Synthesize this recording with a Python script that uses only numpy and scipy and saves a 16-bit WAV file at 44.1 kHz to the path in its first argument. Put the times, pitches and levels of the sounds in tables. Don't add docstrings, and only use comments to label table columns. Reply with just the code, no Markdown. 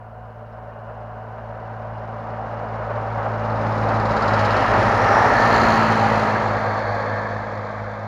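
import sys
import numpy as np
from scipy import signal
from scipy.fft import rfft, irfft, next_fast_len
from scipy.io import wavfile

SR = 44100
rng = np.random.default_rng(int(sys.argv[2]) if len(sys.argv) > 2 else 0)


def to_wav(s):
    ch = np.atleast_2d(s).T
    pcm = np.round(np.clip(ch, -1, 1) * 32767)
    wavfile.write(sys.argv[1], SR, pcm.astype(np.int16))


N = 355887
T = np.arange(N) / SR
TRAIN_M_S, SOUND_M_S = 16.266, 343

# (time abreast [s], shaft speed [Hz], distance from the microphone [m])
FRONT, REAR = (4.2825, 17.652, 11.54), (5.901, 18.3782, 9.14)
# (time [s], half length [s], roar [dB], rumble [dB], hiss [dB])
GEAR_SWELLS = [(1.0, .55, 1.2, 0, 0), (3.8, .25, .7, 3.0, 2.5), (4.82, .12, .3, 3.5, 0),
               (4.98, .09, -1.6, -2.0, -.5), (5.24, .09, 1.0, 0, 0), (5.62, .15, 1.0, 5.0, .5),
               (6.25, .18, 0, 0, 2.5), (7.05, .25, 1.5, 3.0, 1.0)]


def amp(db):
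    return np.exp(np.asarray(db) * (np.log(10) / 20))


def unit(x):
    return x / np.sqrt(np.mean(x ** 2) + 1e-20)


def colour(x, points):
    hz, db = np.transpose(points)
    size = next_fast_len(N, True)
    bins = np.fft.rfftfreq(size, 1 / SR)
    gain = amp(np.interp(np.log(bins + 1), np.log(hz + 1), db))
    return irfft(rfft(x, size) * gain, size)[:N]


def noise(points):
    return unit(colour(rng.standard_normal(N), points))


def wander(rate_hz):
    size = 4096
    bins = np.fft.rfftfreq(size, T[-1] / size)
    slow = irfft(rfft(rng.standard_normal(size)) / (1 + (bins / rate_hz) ** 2))
    return np.interp(T, np.linspace(0, T[-1], size), unit(slow))


def swell(at_s, half_s, t=T):
    return np.exp(-np.minimum(((t - at_s) / half_s) ** 2, 20))


def swells(rows, column):
    t = T[::64]
    return np.interp(T, t, amp(sum(row[column] * swell(row[0], row[1], t) for row in rows)))


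def passing(peak_s, reach_m, peak_db, ahead_db, behind_db):
    doublings = np.log2(1 + (TRAIN_M_S * (T - peak_s) / reach_m) ** 2) / 2
    return amp(peak_db - doublings * np.where(T < peak_s, ahead_db, behind_db))


def rolling_gain():
    # (time [s], reach [m], peak [dB], fall ahead [dB/doubling], fall behind [dB/doubling])
    rolling_pass = (5.27, 23.7, -16.2, 13.6, 14.4)
    # (time [s], lift [dB])
    rail_bumps = [(.9, 3.0), (1.39, 3.0), (2.83, 2.5), (2.915, 4.5), (2.975, 3.0), (3.195, 3.5),
                  (3.26, 3.5), (3.91, 3.5), (5.185, 1.5)]
    bumps = [(at_s, .017, db) for at_s, db in rail_bumps]
    return passing(*rolling_pass) * swells(bumps, column=2) * swells(GEAR_SWELLS, column=2)


def roar(flutter_db):
    # (frequency [Hz], level [dB])
    far = [(210, -39), (350, -28.5), (430, -8.5), (522, -7.5), (604, 1), (686, -5.5), (742, 1), (802, -8.5),
           (1000, -6.5), (1140, -12), (1530, -13.5), (1870, -25), (2580, -33.5), (2880, -32), (3600, -50.5),
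           (4680, -83), (7920, -120)]
    nearing = [(210, -44.5), (350, -24), (393, -10), (460, -6.5), (576, 3.5), (713, -3.5), (779, -0.5),
               (826, 0.5), (893, -0.5), (1070, -4), (1260, -4), (1370, -7.5), (1800, -13), (2280, -21.5),
               (3600, -38.5), (4680, -73), (7920, -120)]
    abreast = [(210, -66), (350, -20.5), (405, -5.5), (460, -6.5), (666, -1), (727, -0.5), (786, 0.5),
               (850, -4), (946, 1.5), (1000, -5), (1320, -2), (1510, -9.5), (1770, -6.5), (3020, -30),
               (3600, -40), (4680, -64), (7920, -120)]
    leaving = [(210, -44), (350, -15), (397, -18), (488, 1.5), (699, 0), (756, -3), (810, -1), (1020, -4.5),
               (1120, -2), (1480, -10.5), (1600, -5), (1970, -14), (2210, -15), (2820, -37), (3600, -30),
               (4680, -61), (7920, -120)]
    # (far [s], nearing [s], abreast from [s], abreast until [s], leaving [s])
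    fade_times = [1.2, 3.9, 5.1, 5.9, 6.9]
    colours = [far, nearing, abreast, abreast, leaving]
    shares = [np.interp(T, fade_times, row) for row in np.eye(len(colours))]
    rolling = sum(np.sqrt(share) * noise(points) for share, points in zip(shares, colours))
    return rolling_gain() * amp(flutter_db * wander(18)) * rolling


def resonance(hz, width_hz):
    sway = wander(width_hz / 2) + 1j * wander(width_hz / 2)
    return (sway * np.exp(2j * np.pi * np.cumsum(hz) / SR)).real


def wheel_ring(abreast_s, sweep_s, swell_db, whine_db, whine_width_hz):
    # (frequency [Hz], width [Hz], level against the roar [dB])
    modes = [(588.7, 61, -16.5), (1726, 56, -34), (2740, 150, -37.5)]
    # (time [s], pitch [Hz])
    whine_pitch = [(0, 730), (2, 767), (4, 781), (5.7, 806.4), (6.3, 788), (8.07, 765)]
    doppler = 1 - TRAIN_M_S / SOUND_M_S * (T - abreast_s) / np.hypot(T - abreast_s, sweep_s)
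    ring = sum(amp(db + swell_db * wander(2)) * resonance(hz * doppler, width) for hz, width, db in modes)
    whine_hz = np.interp(T, *np.transpose(whine_pitch))
    fade = np.interp(T, [6.2, 7], [1, .2])
    whine = amp(whine_db) * fade * resonance(whine_hz, whine_width_hz)
    return rolling_gain() * (ring + whine)


def undercarriage(grit_db):
    # (frequency [Hz], level [dB])
    rumble_eq = [(18, -34), (35, -9.5), (70, -1), (150, -7), (270, 0), (380, -3.5), (520, -1.5),
                 (1000, -61.5)]
    hiss_eq = [(2000, -36), (3100, 3.5), (4000, 4), (5400, 1), (6200, -4), (7200, -9), (8200, -17.5),
               (10000, -51.5)]
    fizz_eq = [(6500, -28), (8400, 1), (10000, 0.5), (11200, 0.5), (12300, -16), (13300, -27.5),
               (15000, -26), (16000, -21)]
    # (time [s], reach [m], peak [dB], fall ahead [dB/doubling], fall behind [dB/doubling])
    rumble_pass = (5.1, 26.7, -28.3, 18.3, 24.5)
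    hiss_pass = (5.25, 15.5, -40.2, 15.2, 13.6)
    fizz_pass = (5.25, 17.0, -58.6, 16.3, 16.5)
    rumble = passing(*rumble_pass) * swells(GEAR_SWELLS, column=3) * noise(rumble_eq)
    grit = passing(*hiss_pass) * noise(hiss_eq) + passing(*fizz_pass) * noise(fizz_eq)
    return rumble + swells(GEAR_SWELLS, column=4) * amp(grit_db * wander(96)) * grit


def shaft(engine):
    abreast_s, shaft_hz, gap_m = engine
    distance = np.hypot(gap_m, TRAIN_M_S * (T - abreast_s))
    return shaft_hz * (T - abreast_s - (distance - gap_m) / SOUND_M_S), gap_m / distance


def exhaust(engine, boom_pass, drone_pass, overtones, firing_db, waver_db, jitter_turns):
    # (time [s], half length [s], boom [dB], drone [dB])
    dips = [(2.4, .25, -2.5, 0), (3.05, .3, 0, -4.5), (4.19, .08, -10.0, 0), (4.62, .1, -5.0, -2.5),
            (5.3, .2, -5.0, -1.0), (5.73, .08, -3.0, 0), (6.27, .12, -3.0, 0), (6.92, .22, 0, -4.5)]
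    turns, nearness = shaft(engine)
    turns = turns + jitter_turns * wander(5.5)
    firing = amp(firing_db) * nearness ** 0.95
    boom = passing(*boom_pass) * swells(dips, column=2)
    drone = passing(*drone_pass) * swells(dips, column=3)
    partials = [(3, firing), (6, boom), (12, drone)]
    partials += [(order, drone * amp(db)) for order, db in overtones]
    return np.sqrt(2) * sum(level * amp(waver_db * wander(1)) * np.cos(2 * np.pi * order * turns)
                            for order, level in partials)


def diesels():
    # (time [s], reach [m], peak [dB], fall ahead [dB/doubling], fall behind [dB/doubling])
    front_boom = (4.2, 11.5, -23.8, 6.9, 8.2)
    front_drone = (4.1, 12.5, -32.5, 8.7, 11.0)
    rear_boom = (5.6, 25.0, -28.0, 18.0, 9.0)
    rear_drone = (5.78, 11.5, -27.0, 11.3, 8.8)
    # (order [cycles per turn], level against the drone [dB])
    front_tones = [(6.5, -20.5), (7, -13), (8, -18.5), (9, -4.7), (10, -15), (13, -22.5), (15, -28),
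                   (18, -22), (21, -16)]
    rear_tones = [(6.5, -14), (7, -8), (9, -11), (10, -14), (13, -12), (15, -12), (18, -13), (20, -16),
                  (22, -18), (24, -19)]
    front = exhaust(FRONT, front_boom, front_drone, front_tones,
                    firing_db=-36.3, waver_db=.6, jitter_turns=.0015)
    rear = exhaust(REAR, rear_boom, rear_drone, rear_tones,
                   firing_db=-43, waver_db=1.0, jitter_turns=.0017)
    return front + rear


def breeze(level_db):
    # (frequency [Hz], level [dB])
    air_eq = [(15, -26), (38, 3), (70, 3), (150, -0.5), (320, -35.5), (1000, -50.5)]
    return amp(level_db) * noise(air_eq)


def ticking(tick_s, decay_s, floor):
    turns = shaft(FRONT)[0]
    age = (turns - np.interp(tick_s - .003, T, turns)) % 1 / FRONT[1]
    onset = 1 - np.exp(-age / .0015)
    return unit(floor + onset * np.exp(-age / decay_s))


def rattle(decay_s):
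    count = 6 * shaft(REAR)[0]
    age = count % 1 / (6 * REAR[1])
    strong_weak = 1 + .25 * np.cos(np.pi * np.floor(count))
    onset = 1 - np.exp(-age / .0008)
    return unit(strong_weak * amp(1.3 * wander(40)) * onset * np.exp(-age / decay_s))


def clatter(front_sizzle_db, rear_sizzle_db):
    # (frequency [Hz], level [dB])
    front_block = [(1500, -27.5), (3500, -14), (3900, 5), (4120, -2), (4370, 4), (4720, -5.5), (5050, 0),
                   (5600, -14), (6900, -12.5), (9000, -32), (14000, -52.5)]
    rear_block = [(1500, -25), (3550, -12), (4000, 0), (4230, 4), (4700, -2), (5400, -25), (6100, -9),
                  (7200, -15), (9000, -34), (12000, -48)]
    sizzle_eq = [(6000, -30), (7200, 6), (8600, -4), (9800, -11), (11300, -3), (12400, -8), (13400, -26),
                 (15000, -26), (16000, -40)]
    # (time [s], reach [m], peak [dB], fall ahead [dB/doubling], fall behind [dB/doubling])
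    front_pass = (4.4, 4.9, -41.0, 11.0, 8.4)
    rear_pass = (5.58, 6.0, -36.0, 27.0, 9.3)
    ticks, knocks = ticking(tick_s=4.337, decay_s=0.013, floor=0.15), rattle(decay_s=0.0077)
    front = passing(*front_pass) * ticks * noise(front_block)
    rear = passing(*rear_pass) * knocks * noise(rear_block)
    sizzle = amp(front_sizzle_db) * swell(4.4, .25) * ticks
    sizzle += amp(rear_sizzle_db) * swell(5.95, .45) * knocks
    return front + rear + sizzle * noise(sizzle_eq)


def ringing_parts():
    # (time [s], half length [s], frequency [Hz], width [Hz], level [dB])
    bogies = [(3.92, .06, 800, 130, -30.0), (4.822, .08, 890, 150, -24.5), (5.21, .082, 880, 200, -21.5),
              (6.03, .061, 807, 40, -19.5)]
    high_flares = [(4.24, .15, 1350, 300, -28.5), (5.15, .17, 5600, 550, -45.5),
                   (5.4, .31, 1760, 140, -26.5), (5.6, .3, 11500, 700, -60), (6.65, .2, 11900, 710, -73),
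                   (6.8, .5, 4400, 380, -50.5), (7.204, .21, 1710, 150, -34)]
    ringing = np.zeros(N)
    for at_s, half_s, hz, width, db in [*bogies, *high_flares]:
        band = [(max(hz - 4 * width, 0), -120), (hz - width, -11), (hz, 0),
                (hz + width, -11), (hz + 4 * width, -120)]
        ringing += amp(db) * swell(at_s, half_s) * noise(band)
    return ringing


def fans(front_db, rear_db):
    # (frequency [Hz], level [dB])
    fan_eq = [(1200, -29), (2000, 0), (2700, 7), (3300, -1), (3900, -23), (6000, -49.5)]
    return (amp(front_db) * swell(4.56, 0.35) + amp(rear_db) * swell(5.85, 0.48)) * noise(fan_eq)


def scene():
    wheels = roar(flutter_db=0.4) + undercarriage(grit_db=1.7) + ringing_parts()
    wheels += wheel_ring(abreast_s=6.0, sweep_s=1.5, swell_db=3.0, whine_db=-12, whine_width_hz=11)
    engines = diesels() + clatter(front_sizzle_db=-65, rear_sizzle_db=-56.5)
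    engines += fans(front_db=-38, rear_db=-37.7)
    return (wheels + engines + breeze(level_db=-53.5))[None]


def record(dry):
    # (frequency [Hz], gain [dB])
    notches = [(7350, 0), (7680, -7.5), (7920, -26.5), (8150, -16.5), (8450, -1.5), (12600, -1.5),
               (13400, -14), (14000, -2.5), (15700, -4.5)]
    heard = colour(dry[0], notches) + amp(-79.5) * rng.standard_normal(N)
    high_cut = signal.firwin(511, 15750, window=("kaiser", 9), fs=SR)
    return signal.oaconvolve(heard, high_cut, "same")[None]


dry = scene()
out = record(dry)
to_wav(out)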